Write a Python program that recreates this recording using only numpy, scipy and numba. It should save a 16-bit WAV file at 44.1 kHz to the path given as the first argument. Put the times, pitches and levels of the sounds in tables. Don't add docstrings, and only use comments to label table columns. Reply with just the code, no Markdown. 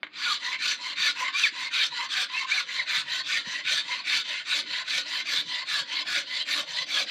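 import sys
import numpy as np
from scipy import signal
from scipy.fft import rfft, irfft
from scipy.io import wavfile
from scipy.ndimage import uniform_filter1d
from numba import njit

SR = 44100
rng = np.random.default_rng(int(sys.argv[2]) if len(sys.argv) > 2 else 0)


def digitize_waveform(pressure):
    field = np.atleast_2d(pressure).T
    bounded = np.clip(field, -1, 1)
    quanta = np.round(bounded * 32767).astype(np.int16)
    wavfile.write(sys.argv[1], SR, quanta)


def volts_from_db(level):
    exponent = np.asarray(level, float) / 20
    return 10 ** exponent


N = 313110

# turn in seconds, top in dB, lean (late minus early) in dB, handle share in dB,
# wood face share in dB.
PUSHES = [(.117, -29, 13.5, -14, -3), (.576, -26.5, 2, -20, -2.1), (.948, -25.5, 2, -19, -0.5),
          (1.317, -26.5, 0, -22.5, -0.5), (1.698, -25.5, -2.5, -19.5, -1), (2.079, -26.5, 1.5, -19.5, -0.6),
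          (2.459, -29.5, -1.5, -16, 2.5), (2.851, -27.5, 0, -18, 1.5), (3.229, -29, 1.5, -20.5, -0.7),
          (3.628, -27, 2, -21.5, -1.5), (4.031, -26.5, 3.5, -20, -1.3), (4.439, -27, 2, -18.5, -2.5),
          (4.839, -28, 4.5, -20, 0), (5.237, -27.5, -3, -18, -1.6), (5.644, -28, 4, -17.5, -1.5),
          (6.041, -27.5, -0.5, -19, -0.8), (6.443, -27.5, -3, -20.5, -1.5), (6.853, -26.5, 6, -20.5, -2.5)]
# turn in seconds, top in dB, lean (late minus early) in dB, handle share in dB,
# wood face share in dB.
PULLS = [(0.39, -35, -1, -8.5, 3), (.777, -35, 4, -10, 0.3), (1.143, -33.5, -6, -8, 3),
         (1.517, -34.5, 0, -11, 1.2), (1.9, -34.5, 4, -5, 1), (2.279, -34, 2.5, -8.5, 0),
         (2.657, -34.5, -2, -14.5, 1.1), (3.046, -32.5, 5, -14.5, 0.3), (3.436, -33.5, -3.5, -19.5, -0.5),
         (3.838, -34, -5.5, -9, 0.4), (4.237, -33.5, -5, -19, 1), (4.645, -32.5, 6.5, -18.5, 0.5),
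         (5.041, -30.5, 0, -17.5, -1.5), (5.447, -31.5, 1, -15, -4), (5.847, -31.5, 7, -17, -3.5),
         (6.248, -31, 3, -19, -4.5), (6.656, -29.5, 0.5, -17.5, -6), (7.058, -30, -6, -18, -4)]
# share of the stroke, push in dB under the top, pull in dB under the top.
STROKE_COURSE = [
    (.09, -13, -9),
    (.22, -5, -4.5),
    (.45, -1.5, -0.26),
    (.7, -0.53, -1.1),
    (.84, -6.5, -2.5),
    (.93, -14, -6),
]
TURN_DB, FIRST_TURN_DB, LAST_PULL_S = (-50, -45.5), -61.5, 0.17
# low edge in Hz, high edge in Hz, trim in dB, dulling in dB per dB of slack,
# pitch bend as a share.
PARTS = [
    (467, 877, 0, -0.57, 0.099),
    (870, 1273, 1.5, -0.25, 0.035),
    (1331, 2845, -1.5, -0.01, 0.034),
    (2691, 4910, 0, 0, .012),
    (4900, 8160, -12.5, 0.32, 0.0018),
    (8750, 19000, 1.5, 1.15, .002),
]
# pitch in Hz, width in Hz, push level in dB, pull level in dB.
RUBBED_MODES = [(584, 72, -4.5, -15.5), (740, 130, -14, -25.5), (1006, 53, -12, 9), (1195, 104, -6.5, -11),
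                (1408, 31, -7.5, -29), (1488, 39.5, -2.5, -8.5), (1759, 95, -1.5, -9.5),
                (2029, 98, -7.5, -0.5), (2320, 246, -1.5, -14.5), (2687.5, 295, -5.5, -9),
                (3110, 127, -5.5, -3.5), (3388, 77, -3, -7.5), (3643, 163, 0, -6.5), (3975, 140, -2, -3),
                (4274, 74, -2, -3.5), (4492, 45, -1, -7), (4817, 210, -9, -12.5), (5306, 255, -18, -22.5),
                (6004, 227, -14, -19), (6680, 820, -25, -32), (7094, 125, -20.5, -22),
                (7440, 180, -24.5, -34.5), (8147, 87, -19, -25.5), (8768, 105, -23.5, -24),
                (9200, 450, -33.5, -49), (10180, 120, -28, -31), (11130, 910, -41, -62),
                (12430, 190, -31, -32.5), (13200, 1100, -46, -62), (14520, 260, -40.5, -42)]
# push first, middle, last in dB, then pull first, middle, last in dB.
BENCH_SHARE = (-33, -27, -19, -27, -25, -24.5)
# push first, middle, last in dB, then pull first, middle, last in dB.
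EDGE_SHARE = (-30, -28, -26, -24, -28, -35)
HANDLE_SLIDE_DB, FACE_SLIDE_DB, EDGE_SLIDE_DB, BENCH_SLIDE_DB = (-6, 1.5), (-7, 2), (0, -3), (2, 2)
EDGE_FOLLOWS = 0.35
# middle in seconds, length in seconds, first tooth rate in Hz,
# last tooth rate in Hz, top in dB.
SQUEAKS = [(.275, .036, 1490, 1385, -26), (0.316, .04, 1290, 1120, -27.5), (1.405, .04, 2840, 2760, -36),
           (1.445, .036, 2750, 2120, -18.5), (1.467, .022, 1950, 1680, -24), (1.36, .05, 2300, 2450, -28),
           (1.814, .09, 2560, 2050, -32), (2.35, .035, 2380, 2680, -33), (2.378, .03, 2680, 2680, -28),
           (2.413, .025, 2300, 1950, -29), (2.525, .03, 2150, 2520, -20.5), (2.582, .035, 2480, 2050, -25),
           (2.802, .028, 2350, 1750, -24), (3.305, 0.042, 1502, 1440, -37.5), (3.367, .05, 1796, 1870, -30),
           (1.076, 0.062, 2497, 1955, -30), (1.351, .04, 1053, 1190, -37), (2.191, .1, 779, 740, -51),
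           (2.56, 0.085, 776, 755, -51), (4.0, .09, 1028, 1143, -50), (1.069, .08, 1744, 1790, -33),
           (.675, .06, 1495, 1454, -37), (3.69, .05, 1517, 1530, -33.5), (1.229, .05, 990, 1034, -28.5)]
SQUEAK_FALL_DB = 15.5
# start in seconds, peak in dB.
TAPS = [
    (0.0316, -21.5),
    (0.0676, -37),
]
# pitch in Hz, level in dB, time to fall 60 dB in seconds.
TAP_MODES = [(313, -29, 0.07), (646, -13, 0.018), (1200, -28, 0.046), (1520, -16, 0.041),
             (2100, -9.5, 0.014), (2200, 2.5, 0.016), (3030, -5, 0.016), (3480, -2.5, 0.013),
             (3900, -8, .012), (4420, -17, 0.011), (5852, -21, .04), (7100, -26, .05)]
TAP_THIN_HZ, TAP_SOFT_HZ, TAP_TAIL_DB, TAP_TAIL_T60_S = 710, 3880, -8, 0.079
# frequency in Hz, level in dB per Hz.
TAP_TAIL = [(200, -47), (500, -15.5), (1100, -8), (2100, 0), (2600, -12), (3500, -8), (4300, -14),
            (5300, -39), (7500, -37), (9000, -79)]
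# start in seconds, peak in dB, pitch in Hz.
THUDS = [(0.999, -39.5, 168), (1.524, -42, 320), (1.621, -57, 280), (2.978, -45, 162), (3.472, -33, 196),
         (4.907, -55, 299), (5.676, -47, 324), (6.472, -43, 286), (6.932, -54, 272)]
ROOM_T60_S, ROOM_DB, WALL_CUT_HZ = 0.23, -20.5, 4400
# time in seconds, level in dB.
WEIGHT = [(0.0, -76), (0.04, -45), (0.12, -66), (0.75, -62), (2.43, -66.5), (4.23, -60), (4.43, -73.5),
          (4.65, -52.5), (4.88, -78), (4.9, -63), (5.5, -57), (5.56, -68.5), (6.17, -56), (6.39, -68),
          (6.6, -51), (6.7, -72), (7.06, -56), (7.1, -64)]
# pitch in Hz, width in Hz, level in dB.
PANEL = [(240, 33, -4), (290.7, 27.5, 0.5), (321, 48, -10.5)]
# time in seconds, level in dB.
SWAY = [(0.0, -70.5), (0.97, -67.5), (2.75, -73.5), (2.79, -64.5), (5.02, -71), (5.26, -82), (5.4, -59),
        (5.61, -76), (5.83, -58), (5.89, -78), (6.21, -60.5), (6.47, -84), (6.53, -67), (7.1, -71)]
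# frequency in Hz, level in dB per Hz.
RUMBLE = [(30, -45), (60, -10), (100, -8.5), (154, 4.5), (190, -2), (230, -36), (330, -39)]
SHAKE_FOLLOWS = 0.21
# frequency in Hz, level in dB per Hz.
HUSH = [(40, -40), (230, -5.5), (300, -7.5), (550, -13), (1650, -22.5), (2250, -25), (2630, -33),
        (3500, -26), (5300, -55), (8000, -84)]
HUSH_DB = -69
MIC_CUT_HZ = 85


def hand():
    strokes = np.stack([PUSHES, PULLS], axis=1).reshape(-1, 5)
    turns, top_db, lean_db, handle_db, face_db = strokes.T
    lengths = np.diff(turns, append=turns[-1] + LAST_PULL_S)
    pairs = len(PUSHES)
    places, *course_db = np.transpose(STROKE_COURSE)
    along_db = top_db[:, None] + np.tile(course_db, (pairs, 1)) + lean_db[:, None] * (places - 0.5)
    turn_db = np.append(FIRST_TURN_DB, np.tile(TURN_DB, pairs)[1:])
    times = turns[:, None] + lengths[:, None] * np.append(0, places)
    levels = np.column_stack([turn_db, along_db])
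    level_db = curve(np.append([0.07], times), np.append([-75], levels))

    stroke = np.maximum(np.searchsorted(turns, np.arange(N) / SR) - 1, 0)
    pulling = stroke % 2
    reach = curve(turns, -(-1.0) ** np.arange(len(turns)))
    late = -reach * (-1.0) ** (stroke + 1) / 2
    handle = handle_db[stroke] + late * np.array(HANDLE_SLIDE_DB)[pulling]
    face = face_db[stroke] + late * np.array(FACE_SLIDE_DB)[pulling]
    push, handle, face = uniform_filter1d([1.0 - pulling, handle, face], size=900)
    return uniform_filter1d(level_db, size=450), push, reach, handle, face


def rasp(level_db, push, reach, handle, face, wander_db):
    bench_db = deepening(BENCH_SHARE, BENCH_SLIDE_DB, push, reach)
    edge = deepening(EDGE_SHARE, EDGE_SLIDE_DB, push, reach)
    neck = 0.66 * (edge - edge.mean())
    shares_db = [bench_db, handle, face, 0, neck, edge + EDGE_FOLLOWS * (level_db + 30)]
    force = fibres(per_s=4000, spread_db=2, smooth=0.98) * volts_from_db(level_db + 0.5 * drift(35))
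    slack_db = np.minimum(level_db + 33, 0)
    modes = np.array(RUBBED_MODES)
    out = np.zeros(N)
    for (low_hz, high_hz, trim_db, dulling, bend), share_db in zip(PARTS, shares_db):
        own = modes[(modes[:, 0] >= low_hz) & (modes[:, 0] < high_hz)]
        power = np.pi * own[:, 1] / SR @ volts_from_db(own[:, 2:]) ** 2
        drive = force * volts_from_db(share_db + trim_db + dulling * slack_db)
        drive = drive / np.sqrt(power[0] * push + power[1] * (1 - push))
        part = np.zeros(N)
        first_path = np.sum(modes[:, 0] < low_hz)
        for k, (hz, width_hz, push_db, pull_db) in enumerate(own):
            coupling_db = push_db * push + pull_db * (1 - push) + wander_db * drift(10.6)
            coupling = volts_from_db(coupling_db[::32]).repeat(32)[:N]
            bent_hz = hz * (1 + bend * (0.73 * drift(6.58) - reach))
            path = (first_path + k) % len(drive)
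            part += gliding(drive[path] * coupling, bent_hz, width_hz, SR)
        out += bandpass(part, 6, low_hz, high_hz)
    return out


def fibres(per_s, spread_db, smooth):
    sizes = volts_from_db(spread_db * np.minimum(rng.exponential(1, N), 5))
    tears = rng.random(N) < per_s * volts_from_db(3 * drift(60)) / SR
    torn = rms_one(sizes * tears)
    signs = rng.choice([-1, 1], (3, N))
    return rms_one(torn * signs + smooth * rng.standard_normal((3, N)))


def deepening(share, slide_db, push, reach):
    pushing, pulling = (curve(np.linspace(0, N / SR, len(db)), db) for db in np.reshape(share, (2, -1)))
    push_db = pushing + slide_db[0] * reach / 2
    pull_db = pulling - slide_db[1] * reach / 2
    return push * push_db + (1 - push) * pull_db


@njit
def gliding(x, hz, width_hz, sr):
    r, out = np.exp(-np.pi * width_hz / sr), np.zeros(len(x))
    for i in range(2, len(x)):
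        feedback = 2 * r * np.cos(2 * np.pi * hz[i] / sr) * out[i - 1] - r * r * out[i - 2]
        out[i] = (1 - r * r) / 2 * (x[i] - x[i - 2]) + feedback
    return out


def squeaks(unsteady, flutter_db):
    out = np.zeros(N)
    wobble = 1 + unsteady * drift(158)
    flutter = volts_from_db(flutter_db * drift(110))
    for s, length, first_hz, last_hz, top_db in SQUEAKS:
        place = np.linspace(-1.3, 1.3, round(1.3 * length * SR))
        at = round((s - 0.65 * length) * SR) + np.arange(len(place))
        hz = first_hz + (last_hz - first_hz) * (place + 1) / 2
        tone = np.sin(2 * np.pi * np.cumsum(hz * wobble[at]) / SR)
        out[at] += np.sqrt(2) * volts_from_db(top_db - SQUEAK_FALL_DB * place ** 2) * tone
    return out * flutter


def taps():
    out = np.zeros(N)
    strengths_db = rng.normal(0, 1.8, (len(TAPS), len(TAP_MODES)))
    for (hz, mode_db, t60), own_db in zip(TAP_MODES, strengths_db.T):
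        clicks = np.zeros(N)
        clicks[[round(s * SR) for s, db in TAPS]] = volts_from_db(np.array(TAPS)[:, 1] + mode_db + own_db)
        out += ring(clicks, hz, t60)
    out = bandpass(out, 4, TAP_THIN_HZ, TAP_SOFT_HZ)
    shiver = coloured(TAP_TAIL)
    for s, peak_db in TAPS:
        age = np.maximum(np.arange(N) / SR - s, 0)
        onset = np.minimum(age / 0.0018, 1)
        out += shiver * volts_from_db(peak_db + TAP_TAIL_DB - 60 * age / TAP_TAIL_T60_S) * onset
    return out


def thuds():
    out = np.zeros(N)
    age = np.arange(round(0.06 * SR)) / SR
    for s, peak_db, hz in THUDS:
        swell = volts_from_db(peak_db - 60 * age / 0.036) * (1 - np.exp(-age / 0.002))
        out[round(s * SR):][:len(age)] += swell * np.sin(2 * np.pi * hz * age)
    return out


def bench(level_db):
    stroke_db = SHAKE_FOLLOWS * (level_db - np.median(level_db))
    weight_db = curve(*np.transpose(WEIGHT)) + stroke_db
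    deep_db = curve(*np.transpose(SWAY)) + stroke_db - 2.0
    white = rng.standard_normal(N)
    panel = np.zeros(N)
    for hz, width_hz, db in PANEL:
        panel += resonance(resonance(white, hz, width_hz), hz, 3 * width_hz) * volts_from_db(db)
    shake = volts_from_db(deep_db + 4.8 * drift(19)) * coloured(RUMBLE)
    return shake + volts_from_db(weight_db) * rms_one(panel)


def workshop(x):
    out = np.zeros(N)
    dull = np.exp(-2 * np.pi * WALL_CUT_HZ / SR)
    lags = (rng.uniform(0.008, 0.03, 8) * SR).astype(int)
    for k, lag in enumerate(lags):
        loop, state = x.copy(), [0.0]
        gain = volts_from_db(-60 * lag / SR / ROOM_T60_S)
        for i in range(lag, N, lag):
            back, state = signal.lfilter([gain * (1 - dull)], [1, -dull], loop[i - lag:i], zi=state)
            loop[i:i + lag] += back[:N - i]
        out += (loop - x) * (-1) ** k
    return out


def hush():
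    return volts_from_db(HUSH_DB) * coloured(HUSH)


def rms_one(x):
    return x / np.sqrt(np.mean(x ** 2) + 1e-20)


def curve(s, values):
    return np.interp(np.arange(N) / SR, s, values)


def drift(rate):
    r = np.exp(-80 * np.pi * rate / SR)
    slow = signal.lfilter([1], [1, -2 * r, r * r], rng.standard_normal(N // 40 + 2002))[2000:]
    return np.interp(np.arange(N) / 40, np.arange(len(slow)), rms_one(slow))


def resonance(x, hz, width_hz):
    r = np.exp(-np.pi * width_hz / SR)
    feedback = [1, -2 * r * np.cos(2 * np.pi * hz / SR), r * r]
    return signal.lfilter(np.array([1, 0, -1]) * (1 - r * r) / 2, feedback, x)


def ring(clicks, hz, t60):
    r = volts_from_db(-60 / (t60 * SR))
    w = 2 * np.pi * hz / SR
    return signal.lfilter([0, np.sin(w)], [1, -2 * r * np.cos(w), r * r], clicks + 1e-18)


def bandpass(x, order, low_hz, high_hz):
    return signal.sosfilt(signal.butter(order, [low_hz, high_hz], "band", fs=SR, output="sos"), x)


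def coloured(points):
    hz, level_db = np.transpose(points)
    bins = np.maximum(np.arange(N // 2 + 1) * SR / N, 1)
    shape = volts_from_db(np.interp(np.log(bins), np.log(hz), level_db))
    return rms_one(irfft(rfft(rng.standard_normal(N)) * shape, N))


def scene():
    motion = hand()
    near = rasp(*motion, wander_db=3) + squeaks(unsteady=0.01, flutter_db=1.7) + taps() + thuds()
    mix = near + volts_from_db(ROOM_DB) * workshop(near) + bench(motion[0]) + hush()
    return mix[None]


def low_pass(x):
    return signal.sosfilt(signal.butter(12, 15650, fs=SR, output="sos"), x)


def record(dry):
    thin = signal.sosfilt(signal.butter(2, MIC_CUT_HZ, "high", fs=SR, output="sos"), dry)
    return low_pass(thin)


dry = scene()
out = record(dry)
digitize_waveform(out)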